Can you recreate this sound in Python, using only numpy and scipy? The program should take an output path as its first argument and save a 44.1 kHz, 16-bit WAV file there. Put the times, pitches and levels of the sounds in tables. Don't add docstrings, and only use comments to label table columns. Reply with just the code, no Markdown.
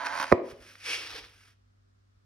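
import sys
import numpy as np
from scipy import signal
from scipy.fft import rfft, irfft, next_fast_len
from scipy.io import wavfile

SR = 44100
rng = np.random.default_rng(int(sys.argv[2]) if len(sys.argv) > 2 else 0)


def file_out(sig):
    cols = np.atleast_2d(sig).T
    lim = np.clip(cols, -1, 1)
    pcm = np.round(lim * 32767).astype(np.int16)
    wavfile.write(sys.argv[1], SR, pcm)


N = 99225
T = np.arange(N) / SR


def amp(db):
    return 10 ** (np.asarray(db) / 20)


def unit(x):
    return x / np.sqrt(np.mean(x ** 2) + 1e-20)


def along(points, hz):
    frequencies, values = np.transpose(points)
    return np.interp(np.log(hz + 1), np.log(frequencies + 1), values)


def level(points):
    times, db = np.transpose(points)
    return amp(np.interp(T, times, db, right=-140, left=-140 if times[0] > .1 else db[0]))


def filtered(x, response):
    size = next_fast_len(N + SR)
    hz = np.fft.rfftfreq(size, 1 / SR)
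    return irfft(rfft(x, size) * response(hz), size)[..., :N]


def coloured(x, colour):
    return filtered(x, lambda hz: amp(along(colour, hz)))


def ring(x, modes):
    return filtered(x, lambda hz: sum(
        (-1) ** k * amp(db) * 1j * hz * width / (pitch ** 2 - hz ** 2 + 1j * hz * width)
        for k, (pitch, width, db) in enumerate(modes)))


def blows(times, db):
    samples = np.clip(np.round(np.asarray(times) * SR), 0, N - 1).astype(int)
    return np.bincount(samples, amp(db), N)


def friction(colour, grain_db, grains_per_s):
    grains = rng.standard_normal(N)
    catch = amp(grain_db * np.interp(T * grains_per_s, np.arange(N), grains))
    return unit(coloured(rng.standard_normal(N) * catch, colour))


def background():
    # (pitch [Hz], level [dB])
    hum_tones = [(49, -79.5), (98.2, -66.5), (194, -88.5), (245.5, -85.5), (294.5, -94.5), (392.7, -94.5)]
    # (frequency [Hz], relative level [dB])
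    air_colour = [(20, -26.5), (35, -11), (55, -3), (85, -10.5), (140, -18.5), (220, -21), (380, -29),
                  (550, -30.5), (900, -34), (1300, -27.5), (2500, -37.5), (5200, -36.5), (8000, -45.5),
                  (15800, -62)]
    hum = sum(np.sqrt(2) * amp(db) * np.sin(2 * np.pi * (hz * T + rng.random())) for hz, db in hum_tones)
    mid, side = coloured(rng.standard_normal((2, N)), air_colour)
    side = coloured(side, [(60, -10), (400, 8.5), (3000, 1)])
    return hum + amp(-70.5) * unit(np.array([mid + side, mid - side]))


def hinge_creak():
    # (time [s], level [dB])
    creak_level = [(0, -1.5), (.02, -1), (.045, -4.5), (.068, 2.5), (.085, -3.5), (.125, 0.5), (.152, 0),
                   (.172, -12.5), (.235, -8.5), (.248, -13), (.258, -29.5), (.3, -44.5)]
    # (time [s], strength [dB])
    hard_slips = [(0.153, -3), (.1645, -4.5), (0.1763, -1), (0.1877, -4.5), (0.1988, 1), (0.2024, -1),
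                  (0.2125, 1.5), (0.2178, 1), (0.227, 1.5), (.2308, -0.5), (0.2344, -4.5), (.2418, 2)]
    # (pitch [Hz], width [Hz], level [dB])
    lid_modes = [(173.6, 60, -23), (278.2, 29, -9), (538, 37, -2.5), (700, 79, -4), (853, 50, 2.5),
                 (974, 120, 4.5), (1240, 290, -2.5), (1540, 200, 2), (2235, 260, -6.5), (3162, 600, -14),
                 (4817, 500, -18), (5650, 400, -20.5), (6700, 470, -21.5), (9500, 1500, -31.5)]
    # (time [s], level [dB])
    rub_level = [(0, -48.5), (.04, -49.5), (.065, -34.5), (.09, -46), (.15, -41), (.24, -38.5), (.258, -45),
                 (.28, -43), (.315, -43.5), (.335, -75.5), (.36, -110)]
    # (frequency [Hz], relative level [dB])
    rub_colour = [(100, -17), (500, -11), (1000, 1.5), (2300, 0), (3700, -12.5), (4900, -4.5), (5800, -11),
                  (6800, -15.5), (8000, -19), (9500, -18.5), (11500, -27), (15500, -30.5)]
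    slips_per_s, gap_spread, spread_db = 265, .35, 2
    soft_hz, bright_hz, crack_s = 4500, 9023, .00073
    gap_luck, strength_luck = rng.standard_normal((160, 2)).T
    times = (np.cumsum(np.exp(gap_spread * gap_luck)) - 1) / slips_per_s
    slips = blows(times, spread_db * strength_luck) * level(creak_level)
    slips = filtered(slips, lambda hz: 1 / (1 + 1j * hz / soft_hz))
    jerks = amp(4) * blows(*np.transpose(hard_slips))
    jerks = filtered(jerks, lambda hz: 1 + 1j * hz / bright_hz)
    cracks = sum(amp(db - 34.5) * (T >= s) * np.exp(-np.abs(T - s) / crack_s) for s, db in hard_slips)
    rubbing = (level(rub_level) + cracks) * friction(rub_colour, grain_db=4, grains_per_s=600)
    return ring(slips + jerks, lid_modes) + rubbing


def lid_snap():
    # (time [s], strength [dB], low edge [Hz], high edge [Hz])
    contacts = [(.3158, 25.5, 480, 659), (0.3232, 34, 60.1, 8000), (0.3278, 20, 98.47, 611.3)]
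    # (pitch [Hz], width [Hz], level [dB])
    case_modes = [(205, 270, -7), (355, 77, 2.5), (498, 83, 1), (615, 160, -2.5), (1038, 89, -7.5),
                  (1210, 120, -8.5), (1920, 350, -15), (2430, 290, -22.5), (3925, 700, -42.5),
                  (4900, 2000, -47), (6800, 1300, -51)]
    # (frequency [Hz], relative level [dB])
    scuff_colour = [(500, -20), (2000, -1.5), (4800, 0.5), (7000, -7.5), (10000, -13), (15500, -17)]
    scuff_db, scuff_s = -67.5, .0012
    hits, pressure = np.zeros(N), np.zeros(N)
    for s, db, low_hz, high_hz in contacts:
        hit = blows([s], [db]) * (1 + low_hz / high_hz) ** 2
        hits += filtered(hit, lambda hz: (1j * hz / (low_hz + 1j * hz) / (1 + 1j * hz / high_hz)) ** 2)
        pressure += amp(db + scuff_db) * np.exp(-((T - s) / scuff_s - 1) ** 2)
    return ring(hits, case_modes) + pressure * friction(scuff_colour, grain_db=1.5, grains_per_s=1500)


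def table_thuds_and_rumble():
    # (time [s], level [dB], pitch [Hz])
    thuds = [(0.328, -20.5, 95), (.528, -45, 105), (.605, -52, 65.7), (1.138, -51.5, 60), (2.17, -60, 58)]
    # (time [s], level [dB])
    rumble_level = [(.8, -86), (.88, -69.5), (1.05, -69.5), (1.15, -60.5), (1.24, -63), (1.32, -76),
                    (1.48, -69), (1.56, -88)]
    # (frequency [Hz], relative level [dB])
    rumble_colour = [(20, -25.5), (55, 2.5), (100, 0), (170, -16), (400, -44.5)]
    rise_cycles = .38
    sound = level(rumble_level) * friction(rumble_colour, grain_db=1.5, grains_per_s=19)
    for s, db, hz in thuds:
        cycles = np.maximum(T - s, 0) * hz
        age = cycles / rise_cycles
        sound -= amp(db) * age * np.exp(1 - age) * np.sin(2 * np.pi * cycles)
    return sound


def fingers():
    # (time [s], level [dB])
    brush_level = [(.38, -91.5), (.45, -63), (.515, -53.5), (.545, -66.5), (.585, -66), (.62, -59),
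                   (.705, -54.5), (.74, -59), (.8, -61), (.9, -66), (1.28, -63.5), (1.4, -62.5),
                   (1.49, -63.5), (1.535, -72), (1.58, -104), (1.65, -110)]
    # (frequency [Hz], relative level [dB])
    brush_colour = [(100, -12), (300, -7), (600, -12.5), (900, -11), (1400, -1), (2200, -1.5), (3000, -3),
                    (3700, -7), (5800, -4), (6800, -13), (9500, -13), (15500, -20)]
    # (time [s], strength [dB])
    ticks = [(0.513, -19.5), (0.7543, -15), (1.242, -16.5)]
    # (pitch [Hz], width [Hz], level [dB])
    tick_modes = [(1298, 450, -1), (2200, 707, 0), (5000, 830, -13)]
    brushing = level(brush_level) * friction(brush_colour, grain_db=1.5, grains_per_s=230)
    return brushing + ring(blows(*np.transpose(ticks)), tick_modes)


def case_slide():
    # (time [s], relative level [dB])
    rasp_level = [(.78, -65), (.81, -55.5), (.835, -49.5), (.86, -38), (.908, -34), (.946, -33.5),
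                  (.98, -40.5), (1.04, -43), (1.095, -45), (1.145, -44), (1.19, -43.5), (1.225, -54.5),
                  (1.25, -54), (1.29, -65.5), (1.36, -84)]
    # (frequency [Hz], relative level [dB])
    early_colour = [(200, -37), (700, -21.5), (1000, -9.5), (1400, -7.5), (2000, -2), (2450, 3), (3000, -1),
                    (3700, -6.5), (4900, -2.5), (5800, -3.5), (6800, -13), (9500, -15), (13000, -24),
                    (15500, -29)]
    # (frequency [Hz], relative level [dB])
    late_colour = [(200, -18.5), (700, -12.5), (1000, -3), (2000, -0.5), (3000, -0.5), (4900, -0.5),
                   (5800, -3.5), (6800, -15), (9500, -17), (15500, -24)]
    # (start [s], end [s])
    slowing_s = [0.94, 1.12]
    # (time [s], relative level [dB])
    murmur_level = [(.8, -94), (.85, -61.5), (.9, -50), (.97, -55), (1.08, -61.5), (1.175, -53.5),
                    (1.22, -62.5), (1.29, -78), (1.4, -106)]
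    # (frequency [Hz], relative level [dB])
    murmur_colour = [(100, -28), (200, -21.5), (300, -6), (400, -5.5), (510, 0), (620, -10), (800, -8.5),
                     (1300, -32.5), (3000, -45.5)]
    slowed = np.interp(T, slowing_s, [0, 1])
    early = np.sqrt(1 - slowed) * friction(early_colour, grain_db=1, grains_per_s=900)
    late = np.sqrt(slowed) * friction(late_colour, grain_db=2.5, grains_per_s=510)
    murmur = level(murmur_level) * friction(murmur_colour, grain_db=.5, grains_per_s=150)
    return level(rasp_level) * (early + late) + murmur


def place(x, pan):
    # (frequency [Hz], level [dB])
    echo_colour = [(100, -41), (700, -19), (1500, -7), (3000, -6), (15000, -15)]
    # (frequency [Hz], phase [rad])
    left_lead = [(20, 0.5), (500, 0.55), (1000, 0.9), (1600, 0.29), (2400, 0.93), (3500, 1.26), (5400, 1),
                 (6400, 1.5), (8000, 3.5), (9700, 7.5), (11500, 4.5), (12600, 9), (15000, 10)]
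    echo_fade_s = .0033
    t = np.arange(SR // 40) / SR
    bounces = rng.standard_normal((2, len(t))) * np.exp(-t / echo_fade_s)
    bounces /= np.linalg.norm(bounces, axis=1, keepdims=True)
    echoes = coloured(signal.fftconvolve(x[None], bounces, axes=1)[:, :N], echo_colour)
    side = np.array([[.5], [-.5]])
    return filtered(x + echoes,
                    lambda hz: amp(side * along(pan, hz)) * np.exp(1j * side * along(left_lead, hz)))


def room(x):
    # (frequency [Hz], time [s])
    fade_times = [(100, .35), (350, 0.51), (700, 0.53), (1500, 0.51), (4000, 0.43), (12000, 0.23)]
    # (frequency [Hz], level [dB])
    echo_feed = [(60, -26.5), (170, -19.5), (340, -6), (700, -8), (1000, -9.5), (1400, -17.5),
                 (2000, -14.5), (3000, -6), (5000, -15), (12000, -18)]
    # (pitch [Hz], width [Hz], relative level [dB])
    room_modes = [(175, 2, -11), (248, 2.5, -5), (332, 4, -1), (378.6, 6, 0.5), (447.5, 4, -8.5),
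                  (532.8, 7, -3.5), (579.7, 5.8, -9), (840, 5, -10.5)]
    build_up_s = .0057
    hz, t, noise = signal.stft(rng.standard_normal((2, SR)), SR, nperseg=256)
    fade_s = along(fade_times, hz)[:, None]
    fade = amp(-60 * t / fade_s) * np.sqrt(np.log(1e6) / fade_s / SR)
    likeness = along([(200, 1), (600, .76), (1500, .26), (4000, .02)], hz)
    turn = np.arccos(np.clip(likeness, 0, 1))[:, None] / 2
    mid, side = signal.istft(noise * fade * np.array([np.cos(turn), np.sin(turn)]), SR, nperseg=256)[1]
    build_up = 1 - np.exp(-(np.arange(len(mid)) / SR / build_up_s) ** 2)
    tail = np.array([mid + side, mid - side]) * build_up
    echoes = signal.fftconvolve(coloured(x, echo_feed)[None], tail, axes=1)[:, :N]
    return echoes + amp(-3.5) * ring(x, room_modes)


def scene():
    # (frequency [Hz], left minus right [dB])
    closing_pan = [(60, -2), (300, -2), (700, -11), (1300, -6), (2400, -1.5), (15000, 0)]
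    # (frequency [Hz], left minus right [dB])
    moving_pan = [(60, -5.5), (700, -5), (2400, -0.5), (15000, -0.5)]
    closing = hinge_creak() + lid_snap()
    moving = amp(-.5) * case_slide() + fingers()
    spread = amp(-7.5) * np.array([case_slide(), case_slide()])
    direct = place(closing + table_thuds_and_rumble(), closing_pan) + place(moving, moving_pan) + spread
    return direct + room(closing + amp(1.5) * moving) + background()


def record(dry):
    low_hz, top_hz = 32, 15850
    return filtered(dry, lambda hz: hz ** 3 / np.sqrt(hz ** 6 + low_hz ** 6) * (hz < top_hz))


dry = scene()
out = record(dry)
file_out(out)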